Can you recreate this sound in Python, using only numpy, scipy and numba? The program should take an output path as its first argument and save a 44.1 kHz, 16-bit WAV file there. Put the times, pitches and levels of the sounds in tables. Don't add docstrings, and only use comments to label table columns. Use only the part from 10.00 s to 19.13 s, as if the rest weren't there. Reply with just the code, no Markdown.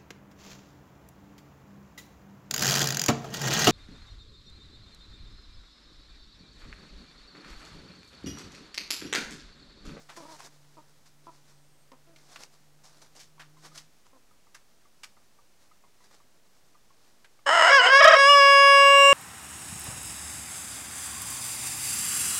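import sys
import numpy as np
from scipy import signal
from scipy.fft import rfft, irfft
from scipy.io import wavfile
from scipy.ndimage import uniform_filter1d
from numba import njit

SR = 44100
rng = np.random.default_rng(int(sys.argv[2]) if len(sys.argv) > 2 else 0)


def transcribe(signal):
    frames = np.atleast_2d(signal).T
    limited = np.clip(frames, -1, 1)
    pcm = np.round(limited * 32767).astype(np.int16)
    wavfile.write(sys.argv[1], SR, pcm)


N = 402633
T = np.arange(N) / SR

# pitch_hz, level_db (per Hz)
YARD_COLOUR = [(12, -24), (20, -11), (35, -18), (55, -23), (166, -20), (466, -24), (633, -24.5), (935, -27),
               (3280, -32.5), (6050, -31.5), (15600, -41.5)]
YARD_DB = -65.5
# start_s, pitch_hz, level_db
HUM_CURVE = [(0, 148.7, -66.5), (1.87, 144.5, -67.5), (3.14, 150, -69.5), (3.5, 151.9, -63.5),
             (3.85, 153.2, -65), (3.92, 155, -79)]
LATE_HUM_CURVE = [(8.2, 185, -76), (8.3, 182, -71.5), (9.13, 178, -73)]
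# start_s, pitch_hz, level_db
WHISTLE_CURVE = [(1.52, 8340, -72), (1.56, 8430, -76), (1.67, 8600, -78.5), (1.75, 8400, -79),
                 (1.83, 8540, -76), (1.9, 7720, -99)]
# middle_s, half_length_s, level_db
SHUFFLE_BOUTS = [(0.273, 0.37, -54), (1.306, 0.3, -65.5), (2.385, 0.16, -51.5), (3.03, 0.16, -59),
                 (3.682, 0.16, -60), (6.076, 0.11, -65), (7.104, 0.24, -68)]
STIR_DB = -72
# start_s, peak_db
PECK_TIMES = [(3.379, -49), (3.569, -53), (3.716, -52), (4.31, -56.5), (4.4684, -55), (4.85, -55.5),
              (5.168, -53), (5.387, -52.5), (5.7127, -52), (5.8377, -50), (6.0043, -54), (6.2008, -53),
              (6.746, -53), (6.9043, -53), (7.39, -54)]
# pitch_hz, level_db, time_to_fall_60_db_s
PERCH_MODES = [(970, 2, 0.057), (1164, 9, 0.038), (2003, 0, .02)]
# start_s, body_peak_db, body_hz, time_to_fall_60_db_s, crackle_peak_db
SCRATCH_STROKES = [(0.085, -35.5, 1060, 0.13, -78), (0.16, -35.5, 1010, 0.093, -39),
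                   (0.382, -34, 1040, 0.17, -41.5), (1.052, -50, 1420, 0.12, -52),
                   (1.917, -45.5, 985, 0.025, -74), (2.16, -45, 2350, 0.039, -81),
                   (2.358, -34, 1450, 0.049, -71), (2.432, -34.5, 750, 0.041, -32.5),
                   (2.828, -46.5, 917, 0.19, -45), (3.012, -45, 730, 0.097, -44),
                   (3.149, -42.5, 703, 0.15, -41.5), (3.188, -48.5, 2260, 0.15, -42),
                   (3.393, -38, 1270, 0.11, -75), (3.647, -44, 1090, 0.059, -50.5),
                   (3.739, -39, 1380, 0.18, -39.5), (3.774, -39.5, 2880, 0.072, -36),
                   (4.046, -47.5, 1010, 0.13, -53), (4.544, -41, 1390, 0.068, -44),
                   (5.032, -33.5, 2100, 0.063, -37), (6.039, -53, 1150, 0.054, -52.5),
                   (6.11, -50.5, 964, 0.041, -58), (7.244, -44.5, 1770, 0.053, -80)]
# start_s, pitch_hz, peak_db, length_s, beak_opening_db
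CLUCK_NOTES = [(0.171, 332.6, -36.5, 0.057, -2), (0.219, 288, -40, 0.05, -7), (0.25, 315, -38.5, 0.028, 3),
               (0.28, 311.4, -40, 0.096, 1.5), (0.767, 306, -41.5, 0.05, 1),
               (1.266, 322, -36.5, 0.042, 6.5), (1.915, 256, -43.5, 0.048, -2),
               (2.067, 325, -50, 0.126, -32), (4.128, 259, -50.5, 0.058, -3)]
# centre_hz, width_hz, relative_gain_db
HEN_RESONANCES = [(296, 820, 14), (690, 350, 11), (920, 240, 18.5), (1234, 420, 7)]
# start_s, pitch_hz, clear_db (against the held note), hoarse_db
CROW_CURVE = [(7.46, 510, -50, -40), (7.466, 530, -50, -21), (7.5, 516, -45, -19), (7.64, 527, -24, -15),
              (7.695, 534.8, -6, -15.5), (7.73, 556, 4, -25), (7.765, 553, 4, -42.5),
              (7.8, 500.8, -2, -26.5), (7.835, 485, -16, -15.5), (7.875, 490, -2, -18),
              (7.925, 542.8, 3, -35.5), (7.975, 555.6, 1.5, -41), (8.005, 558.6, 3, -33.5),
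              (8.035, 561.8, 6, -26), (8.155, 547, -2.5, -24.5), (8.19, 551.4, 0.5, -43),
              (8.25, 554, 0, -53), (8.3, 574, -1, -50.5), (8.33, 571.7, -1.5, -53),
              (8.42, 558.6, -0.5, -54.5), (9.13, 557.4, 0, -55.5)]
# multiple, syllables_db, held_note_db, head_turned_db
STRONG_OVERTONES = [(1, -26, -21, -19), (2, -21, -13, -14.5), (3, -16, -17, -24.5), (4, -26, -25, -28),
                    (5, -35.5, -24, -18.5), (6, -33.5, -32, -44.5), (9, -36.5, -32, -48.5)]
# held_note_db, head_turned_db
WEAK_OVERTONES = [(-46, -44.5), (-51, -57), (-37.5, -40), (-50.5, -61), (-45.5, -44.5), (-61.5, -35.5),
                  (-45, -39.5), (-52.5, -34), (-46, -51), (-59.5, -62.5), (-66, -77), (-73, -56),
                  (-52.5, -77.5), (-74, -68), (-71.5, -60.5), (-54, -49.5), (-67, -59), (-81, -71),
                  (-70, -63), (-56.5, -69)]
WEAK_MULTIPLES = [7, 8, *range(10, 28)]
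# centre_hz, half_width_hz, gain_db
NARROW_RESONANCES = [(1727.5, 21, -14.5), (2826, 13.1, -18.5), (2952, 92, 19.5), (5087, 126, 8)]
# middle_s, pitch_hz, level_db, length_s
RASP_BURSTS = [(8.013, 632, -9.5, 0.021), (8.055, 627, -6, 0.024), (8.081, 639.5, -5, 0.038),
               (8.111, 619.6, -10, 0.018), (8.14, 636, -8, .03)]
RASP_OVERTONE_LEVELS = [-5.5, -5, -10, -17.5, -16, -22]
# centre_hz, width_hz, relative_gain_db
ROOSTER_RESONANCES = [(648, 480, -6), (962, 180, -0.5), (1350, 420, -2), (1873, 560, -3.5),
                      (2947, 210, -5.5), (3870, 1900, -21.5), (5184, 290, -13), (6540, 1100, -19.5),
                      (8120, 1700, -18.5), (12600, 5000, -36)]
# start_s, stretch (multiplies the low throat resonances)
NECK_STRETCH = [(7.46, 0.95), (7.6, 1.01), (7.7, 1.052), (7.83, 1.076), (7.95, 1.03), (8.2, 1.0)]
OPEN_S = 8.17, 8.28
TURN_S = 8.72, 9.06
SYLLABLE_LIFT_DB, LIFT_BELOW_HZ = 6, 6500
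UNSTEADY_PITCH, THROB_DB = 0.006, 1.3
TOP_HZ = 15740


def undb(db):
    return 10 ** (np.asarray(db) / 20)


def unit(x):
    return x / np.sqrt(np.mean(x ** 2))


def play(rows):
    s, *columns = np.transpose(rows)
    is_on = 1. * ((T >= s[0]) & (T <= s[-1] + 0.06))
    gate = uniform_filter1d(is_on, size=101)
    return [np.interp(T, s, c) for c in columns] + [gate]


def resonance(x, hz, width_hz):
    return signal.lfilter(*signal.iirpeak(hz, hz / width_hz, SR), x)


@njit
def moving_resonance(x, hz, width_hz):
    y, band, low = np.empty(len(x)), 0., 0.
    for i in range(len(x)):
        g, damping = np.tan(np.pi * hz[i] / SR), width_hz / hz[i]
        v = (band + g * (x[i] - low)) / (1 + g * (g + damping))
        band, low, y[i] = 2 * v - band, low + 2 * g * v, damping * v
    return y


def walk(rate, length=N):
    hold = int(SR / rate)
    steps = np.repeat(rng.standard_normal(length // hold + 1), hold)
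    smooth = uniform_filter1d(uniform_filter1d(steps, hold), hold)
    return 1.492 * smooth[:length]


def add(out, s, x):
    i = int(s * SR)
    out[i:i + len(x)] += x[:N - i]


def beats(hz, jitter, scatter_db, weak_db, length):
    length_chance, strength_chance = rng.standard_normal((int(length * 800 / SR) + 2, 2)).T
    cycles = np.cumsum(hz[:length]) / SR
    due = np.cumsum(np.clip(1 + jitter * length_chance, 0.3, 2))
    at = np.interp(due, cycles, np.arange(length), right=length - 2)
    size_db = scatter_db * strength_chance + weak_db * (np.arange(len(at)) % 2)
    size = undb(size_db) * (at < length - 2)
    whole = at.astype(int)
    part = at - whole
    return np.bincount(whole, size * (1 - part), length) + np.bincount(whole + 1, size * part, length)


def yard():
    hz, db = np.transpose(YARD_COLOUR)
    f = np.fft.rfftfreq(N, 1 / SR)
    colour = undb(np.interp(np.log(f + 1), np.log(hz), db))
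    air = irfft(rfft(rng.standard_normal(N)) * colour, N)
    return unit(air) * undb(YARD_DB + 0.067 * walk(8.3))


def wavering_tone(rows, waver, octave_db):
    hz, db, gate = play(rows)
    phase = 2 * np.pi * np.cumsum(hz * (1 + waver * walk(20))) / SR
    wave = np.sin(phase) + undb(octave_db) * np.sin(2 * phase)
    return np.sqrt(2) * gate * undb(db + 1.8 * walk(7.7)) * wave


def rustle():
    bouts = sum(undb(db - 8.8 * ((T - s) / half) ** 2) for s, half, db in SHUFFLE_BOUTS)
    swell = undb(STIR_DB) + bouts
    grit = np.repeat(rng.exponential(size=N // 30 + 1), 30)[:N]
    grains = rng.standard_normal(N) * undb(1.7 * grit + 3.8 * walk(25))
    bright = unit(resonance(resonance(grains, 4620, 4900), 3750, 4200))
    body = unit(resonance(resonance(grains, 780, 2800), 740, 4100))
    return swell * (0.4 * bright + 0.52 * body)


def pecks():
    out, t = np.zeros(N), T[:SR // 8]
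    for s, db in PECK_TIMES:
        tune = 1 + 0.05 * rng.standard_normal(len(PERCH_MODES))
        scuff_s = rng.uniform(0.003, 0.01)
        ring = sum(undb(g - 60 * t / t60) * np.sin(2 * np.pi * f * v * t)
                   for (f, g, t60), v in zip(PERCH_MODES, tune))
        scuff = rng.standard_normal(len(t)) * np.exp(-t / scuff_s)
        tap = signal.fftconvolve(ring, scuff)[:len(t)]
        add(out, s, undb(db) * tap / np.abs(tap).max())
    return out


def scratches():
    out, t = np.zeros(N), T[:SR // 4]
    for s, db, hz, t60, crackle_db in SCRATCH_STROKES:
        noise = rng.standard_normal(len(t))
        grit = np.repeat(rng.exponential(size=len(t) // 40 + 1), 40)[:len(t)]
        attack = (1 - np.exp(-t / (0.5 * t60 ** 2))) ** 2
        decay = undb(-60 * t / t60) + 0.039 * undb(-60 * t / 0.23)
        burst = noise * undb(2.17 * grit) * attack * decay
        dull = resonance(burst, hz, 0.58 * hz) + 0.5 * resonance(burst, 1800, 2300)
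        body = resonance(dull, hz, 6.5 * hz)
        crackle = resonance(resonance(burst, 5500, 3000), 2600, 4600)
        body = undb(db) * body / np.abs(body).max()
        crackle = undb(crackle_db) * crackle / np.abs(crackle).max()
        add(out, s, body + crackle)
    return out


def clucks():
    out = np.zeros(N)
    for s, hz, db, length, open_db in CLUCK_NOTES:
        u = np.linspace(0, 1, int(length * SR))
        pulses = beats(hz * (1.05 - 0.091 * u), jitter=0.03, scatter_db=2.5, weak_db=-3.0, length=len(u))
        shape = np.minimum(u / 0.034, 1) * (1 - u ** 2.6)
        pulses = np.pad(pulses * shape, (0, 999))
        voice = 0
        for k, (f, w, g) in enumerate(HEN_RESONANCES):
            gain = (-1) ** k * undb(g + open_db * (k > 1))
            voice = voice + gain * resonance(resonance(pulses, f, w), f, w)
        add(out, s, undb(db) * voice / np.abs(voice).max())
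    return out


def rasps():
    out, duck = np.zeros(N), np.zeros(N)
    for s, hz, db, length in RASP_BURSTS:
        shape = np.hanning(int(length * SR))
        phase = np.cumsum(hz * (1 + 0.0248 * walk(213.0, len(shape)))) * 2 * np.pi / SR
        tone = sum(undb(g) * np.sin((k + 1) * phase) for k, g in enumerate(RASP_OVERTONE_LEVELS))
        add(out, s - length / 2, undb(db) * shape * unit(tone))
        add(duck, s - length / 2, 0.75 * shape)
    return out, duck


def hoarse_voice(stretch):
    pulse_hz = 660 * stretch * (1 + 0.04 * walk(50, len(stretch)))
    pulses = beats(pulse_hz, jitter=0.06, scatter_db=3.3, weak_db=-6.0, length=len(stretch))
    rough = 0
    for k, (hz, width_hz, db) in enumerate(ROOSTER_RESONANCES):
        centre = hz * stretch ** (1 if hz < 2500 else -0.3)
        once = moving_resonance(pulses, centre, 1. * width_hz)
        twice = moving_resonance(once, centre, 1. 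* width_hz)
        rough = rough + (-1) ** k * undb(db) * twice / np.sqrt(width_hz)
    power = uniform_filter1d(uniform_filter1d(rough ** 2, size=900), size=900)
    return rough / np.sqrt(power + 1e-12)


def overtone_db(hz, posture, dbs):
    narrow = sum(db / (1 + ((hz - f) / w) ** 2) for f, w, db in NARROW_RESONANCES)
    return np.interp(posture, range(len(dbs)), dbs) + narrow


def clear_voice(hz, phase, posture, veil):
    flutter = [undb(veil * (3.2 * walk(200, len(hz)) - 2)) for _ in range(3)]
    clear = 0
    for k, *dbs in STRONG_OVERTONES:
        level_db = overtone_db(k * hz, posture, dbs)
        clear = clear + undb(level_db) * flutter[k % 3] * np.sin(k * phase + k * k)
    for k, (db, turned_db) in zip(WEAK_MULTIPLES, WEAK_OVERTONES):
        syllable_db = db + SYLLABLE_LIFT_DB * (k * hz[-1] < LIFT_BELOW_HZ)
        level_db = overtone_db(k * hz, posture, (syllable_db, db, turned_db))
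        level_db = level_db - 1.8 * veil * max(k - 9, 2) + 2 * walk(9.8, len(hz))
        clear = clear + undb(level_db) * flutter[k % 3] * np.sin(k * phase + k * k)
    return clear


def crow():
    start = int(CROW_CURVE[0][0] * SR) - 999
    n, t = N - start, T[start:]
    hz, clear_db, hoarse_db, gate = (c[start:] for c in play(CROW_CURVE))
    shake = np.minimum(undb(hoarse_db + 18.5), 1)
    veil = np.tanh(5 * shake)
    closed = np.interp(t, OPEN_S, (1, 0)) ** 2
    clear_db = clear_db + THROB_DB * closed * walk(60, n)
    fast_waver = (0.026 * shake ** 0.8 + UNSTEADY_PITCH * closed) * walk(300, n)
    phase = 2 * np.pi * np.cumsum(hz * (1 + 0.0009 * walk(60, n) + fast_waver)) / SR
    posture = np.interp(t, OPEN_S, (0, 1)) + np.interp(t, TURN_S, (0, 1))
    clear = clear_voice(hz, phase, posture, veil)
    rasp, duck = rasps()
    voiced = np.sqrt(2) * gate * undb(clear_db) * clear * (1 - duck[start:])
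    stretch = np.interp(t, *np.transpose(NECK_STRETCH))
    rough = hoarse_voice(stretch) * undb(hoarse_db) * gate
    return rasp + np.pad(voiced + rough, (start, 0))


def scene():
    hums = wavering_tone(HUM_CURVE, 0.01, -12) + wavering_tone(LATE_HUM_CURVE, 0.012, -20)
    whistle = wavering_tone(WHISTLE_CURVE, 0.005, -60)
    near = pecks() + scratches() + clucks() + crow()
    slats = rng.standard_normal(SR // 8) * undb(-60 * T[:SR // 8] / 0.26)
    slats = np.pad(slats / np.sqrt(np.sum(slats ** 2)), (300, 0))
    echo = signal.fftconvolve(near, slats)[:N]
    return (yard() + hums + whistle + rustle() + near + undb(-15) * echo)[None]


def record(dry):
    ceiling = 0.72
    flat = dry / (1 + np.abs(dry / ceiling) ** 10) ** (1 / 10) + 0.0013
    return signal.sosfilt(signal.ellip(10, 0.2, 70, TOP_HZ, fs=SR, output="sos"), flat)


dry = scene()
out = record(dry)
transcribe(out)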